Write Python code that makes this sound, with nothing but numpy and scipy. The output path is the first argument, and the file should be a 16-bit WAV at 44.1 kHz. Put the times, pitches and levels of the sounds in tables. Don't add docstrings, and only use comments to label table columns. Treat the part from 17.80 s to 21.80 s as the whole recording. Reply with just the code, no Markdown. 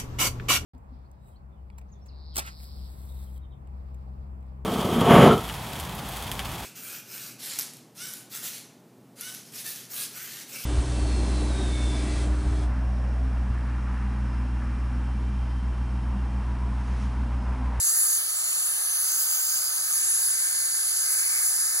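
import sys
import numpy as np
from scipy import signal
from scipy.fft import rfft, irfft, next_fast_len
from scipy.io import wavfile
from scipy.ndimage import map_coordinates

SR = 44100
rng = np.random.default_rng(int(sys.argv[2]) if len(sys.argv) > 2 else 0)


def store_wav(level_fs):
    pcm = np.round(np.clip(np.atleast_2d(level_fs), -1, 1) * 32767)
    wavfile.write(sys.argv[1], SR, pcm.T.astype(np.int16))


N = 176400


def amp(db):
    return 10 ** (np.asarray(db) / 20)


def log_curve(rows, hz):
    knot_hz, values = np.transpose(rows)
    return np.interp(np.log(hz + 1), np.log(knot_hz + 1), values)


def curve(rows, x):
    return np.interp(x, *np.transpose(rows))


def smooth_random(*axes):
    knots = rng.standard_normal((512,) * len(axes))
    return map_coordinates(knots, np.meshgrid(*axes, indexing="ij"), mode="wrap")


def filtered(x, response):
    size = next_fast_len(N + SR // 2)
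    hz = np.fft.rfftfreq(size, 1 / SR)
    return irfft(rfft(x, size) * response(hz), size)[..., :N]


def white_pair():
    return rng.standard_normal((2, N)) * np.sqrt(SR / 2)


def resonances(modes, hz, t, level_db, shift_percent=0, flutter_db=1.3, knots_per_s=22):
    stretch = 1 + shift_percent / 100
    power = sum(amp(db) ** 2 / (1 + ((hz[:, None] - pitch_hz * stretch) / half_width_hz) ** 2) ** 2
                for pitch_hz, half_width_hz, db in modes)
    return power * amp(level_db + flutter_db * smooth_random(t * knots_per_s)) ** 2


def gliding_resonance(rows, hz, t, half_width_hz):
    time_s, pitch_hz, level_db = np.transpose(rows)
    mode = (np.interp(t, time_s, pitch_hz), half_width_hz, 0)
    return resonances([mode], hz, t, np.interp(t, time_s, level_db))


# frequency_hz, level_db
RUMBLE_SPECTRUM = [(20, -114), (45, -96.5), (110, -96), (200, -97), (400, -94.5), (1000, -105)]

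def ventilation():
    return filtered(white_pair(), lambda hz: amp(log_curve(RUMBLE_SPECTRUM, hz)))


def mains_hum(pitch_hz=120, rms_db=-77.5):
    return amp(rms_db) * np.sqrt(2) * np.sin(2 * np.pi * pitch_hz * np.arange(N) / SR)


# frequency_hz, level_db
RUSH_SPECTRUM = [(100, -104), (400, -94), (900, -85.5), (2000, -84), (3800, -81), (4400, -72), (5600, -77),
                 (9000, -72), (12500, -76.5), (16000, -88)]

def rush(hz):
    return amp(log_curve(RUSH_SPECTRUM, hz))[:, None] ** 2


# pitch_hz, half_width_hz, level_db
HOLLOW_MODES = [(735, 178, -86), (1278, 105, -73)]
CAVITY_MODES = [(1649, 171, -70.5)]
# time_s, gain_db
HOLLOW_SWELL = [(0, -0.5), (.75, 1.5), (1.9, 0), (2.2, -2.5), (2.8, -7.5), (3.5, 0)]
CAVITY_SWELL = [(0, -1.5), (.25, 1), (.5, -5.5), (1.1, -1.5), (1.6, -2), (2.05, -2), (2.75, 2.5),
                (3.1, -0.5), (3.3, 3), (3.7, 1), (4, 2.5)]
# time_s, shift_percent
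CAVITY_DETUNING = [(0, 1), (.2, 6), (.55, 1), (1.1, 2), (1.55, -6), (2.05, -0.5), (2.3, 0), (3.2, -1),
                   (4, 3)]

def hollow(hz, t):
    steady = resonances(HOLLOW_MODES, hz, t, curve(HOLLOW_SWELL, t))
    wandering = resonances(CAVITY_MODES, hz, t, curve(CAVITY_SWELL, t), curve(CAVITY_DETUNING, t))
    return steady + wandering


# pitch_hz, half_width_hz, level_db
WHOOSH_MODES = [(2570, 550, -76), (3160, 365, -71)]
POCKET_MODES = [(2180, 250, -75)]
# time_s, gain_db
WHOOSH_SWELL = [(0, -2), (0.22, -6), (0.48, -4.5), (0.8, -2), (1.0, -2), (1.55, -3.5), (2.15, -3.5),
                (2.33, -1.5), (2.52, -5), (3.15, -6), (4, -12)]
POCKET_SWELL = [(0, -4.5), (2.05, -4), (2.7, 3), (3.15, -2), (3.5, 9.5), (3.65, 2.5)]
# time_s, pitch_hz, level_db
SHELL_GLIDE = [(0, 4770, -70.5), (.4, 4650, -71), (.55, 4430, -78), (.75, 4350, -72), (.97, 4400, -84),
               (1.15, 4640, -74), (1.35, 4950, -68.5), (1.8, 4980, -66), (2.02, 4750, -74),
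               (2.2, 5000, -69.5), (2.36, 5000, -77), (2.43, 4760, -65), (2.52, 4900, -73),
               (2.9, 4700, -69), (3.3, 4930, -69), (4, 5100, -69)]

def mouthpiece(hz, t):
    whoosh = resonances(WHOOSH_MODES, hz, t, curve(WHOOSH_SWELL, t))
    shell = gliding_resonance(SHELL_GLIDE, hz, t, half_width_hz=400)
    pocket = resonances(POCKET_MODES, hz, t, curve(POCKET_SWELL, t))
    return whoosh + shell + pocket


# time_s, pitch_hz, level_db
LOW_GAP_GLIDE = [(0, 6450, -66), (.04, 6550, -55), (.24, 6400, -70.5), (.35, 6470, -56), (.42, 6430, -70),
                 (.92, 6100, -75), (1.12, 6330, -62.5), (1.45, 6540, -59), (1.8, 6520, -60),
                 (2.02, 6480, -65), (2.18, 6420, -61), (2.6, 6560, -66.5), (2.85, 6680, -63),
                 (3.03, 6400, -67), (3.19, 6430, -63.5), (4, 6140, -68)]
MID_GAP_GLIDE = [(0, 7540, -56), (.35, 7600, -61), (.42, 7600, -79), (.56, 7580, -60.5), (.95, 7560, -62),
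                 (1.13, 7650, -71), (1.28, 7500, -60.5), (1.8, 7460, -60.5), (1.92, 7430, -66),
                 (2.3, 7500, -57.5), (2.68, 7640, -67), (3.3, 7570, -60), (3.66, 7400, -61), (4, 7400, -63)]
HIGH_GAP_GLIDE = [(0, 9300, -63), (.3, 9400, -70), (.45, 9800, -63.5), (.8, 9950, -61.5),
                  (1.15, 9340, -59.5), (1.35, 9500, -65), (1.5, 9560, -59), (1.75, 9600, -62),
                  (2.3, 9220, -58.5), (2.9, 9300, -60.5), (3.35, 9350, -58), (3.65, 9330, -58.5),
                  (4, 9400, -62)]

def lip_gaps(hz, t):
    return (gliding_resonance(LOW_GAP_GLIDE, hz, t, half_width_hz=247)
            + gliding_resonance(MID_GAP_GLIDE, hz, t, half_width_hz=340)
            + gliding_resonance(HIGH_GAP_GLIDE, hz, t, half_width_hz=296))


# pitch_hz, half_width_hz, level_db
JET_MODES = [(6940, 760, -69.5), (8850, 600, -63.5)]
HISS_MODES = [(10010, 710, -63), (11030, 660, -63.5)]
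EDGE_MODES = [(10400, 240, -62.5)]
FIZZ_MODES = [(11880, 480, -68), (13660, 1300, -72.5), (15150, 750, -74)]
# time_s, gain_db
JET_SWELL = [(0, 2), (.04, 6.5), (.36, 5), (.4, -1), (.75, 0.5), (1.1, -7), (1.5, -5), (1.95, -11),
             (2.3, 3.5), (2.65, 2), (4, 3)]
HISS_SWELL = [(0, -1), (0.08, 4.5), (0.35, 4.5), (0.41, 0), (0.59, -3), (0.95, -2), (1.15, 0.5), (1.4, -1),
              (1.75, -4), (2.05, 0), (2.2, 1), (2.42, 4), (2.55, 0), (3.05, -1.5), (3.2, -1.5), (3.52, -3),
              (3.66, 3), (4, -0.5)]
EDGE_SWELL = [(0, -2), (.6, -7), (1.2, -1), (1.7, -14), (2.35, 5.5), (2.95, -0.5), (3.2, 4), (3.5, 3.5),
              (3.7, -4)]
FIZZ_SWELL = [(0, -4), (0.13, 3.5), (0.37, 0.8), (0.48, -4), (0.75, 0), (0.92, 0), (1.08, -2.5),
              (1.42, 5.5), (1.85, 3.5), (1.97, 0), (2.13, 0.5), (2.35, -7), (2.43, 3), (2.52, -4.5),
              (3.05, -5), (3.2, -1.5), (3.52, 1), (4, -2.5)]

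def air_jet(hz, t):
    broad_jet = resonances(JET_MODES, hz, t, curve(JET_SWELL, t))
    main_hiss = resonances(HISS_MODES, hz, t, curve(HISS_SWELL, t))
    thin_whistle = resonances(EDGE_MODES, hz, t, curve(EDGE_SWELL, t))
    top_fizz = resonances(FIZZ_MODES, hz, t, curve(FIZZ_SWELL, t))
    return broad_jet + main_hiss + thin_whistle + top_fizz


def suction(drift_db=1.5, drift_step_hz=130, drift_step_s=0.22, ripple_db=0.85, ripple_step_hz=50):
    framing = dict(nperseg=1024, noverlap=768)
    hz, t, noise = signal.stft(white_pair(), SR, **framing)
    power = hollow(hz, t) + mouthpiece(hz, t) + lip_gaps(hz, t) + air_jet(hz, t) + rush(hz)
    short_waves = np.tanh(hz / 1360)[:, None] ** 2
    drift = drift_db * short_waves * smooth_random(hz / drift_step_hz, t / drift_step_s)
    ripple = ripple_db * smooth_random(hz / ripple_step_hz)[:, None]
    spectrum = noise * np.sqrt(power) * amp(drift + ripple)
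    return signal.istft(spectrum, SR, **framing)[1][:, :N]


# frequency_hz, unshared_to_shared_db
STEREO_DIFFUSENESS = [(40, -10), (600, -15.5), (1300, -8.5), (2200, -12.5), (2550, -51.5), (3250, -52),
                      (3600, 2.5), (4800, -10.5), (5600, -8), (6500, -12.5), (8150, -21), (8450, -54),
                      (8800, -41), (9100, -14.5), (11000, -15.5), (12500, -7), (13300, -28), (14300, -8),
                      (15500, -7)]
# frequency_hz, left_minus_right_db
STEREO_BALANCE = [(100, 1.5), (350, 0), (700, 6.5), (1300, 5.5), (1950, 4), (2380, 0), (3500, 0),
                  (4800, -6), (6400, -2), (7500, 0)]
# frequency_hz, left_lead_rad
STEREO_PHASE = [(100, -0.23), (700, 0.79), (900, 0.23), (1300, 1.27), (1750, 2), (2150, 2.5), (2450, np.pi),
                (3380, np.pi), (3750, 4.5), (4250, 5), (5200, 4), (5700, 6), (6300, 5.5), (7400, 4.5),
                (8150, 4), (8420, np.pi), (8830, np.pi), (9050, 2.5), (10700, 0), (11300, -0.2),
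                (12500, -2.1), (13100, -np.pi), (13650, -np.pi), (14100, -4), (15200, -5.5)]

def stereo_image(pair):
    def coherence(hz):
        angle = np.arctan(amp(log_curve(STEREO_DIFFUSENESS, hz)))
        return np.array([np.cos(angle), np.sin(angle)])

    def level_and_phase(hz):
        side = np.array([[0.5], [-0.5]])
        return amp(side * log_curve(STEREO_BALANCE, hz)) * np.exp(1j * side * curve(STEREO_PHASE, hz))

    shared, unshared = filtered(pair, coherence)
    return filtered(np.array([shared + unshared, shared - unshared]), level_and_phase)


def scene():
    return stereo_image(suction() + ventilation()) + mains_hum()


def record(dry):
    return filtered(dry, lambda hz: hz < 15800)


dry = scene()
out = record(dry)
store_wav(out)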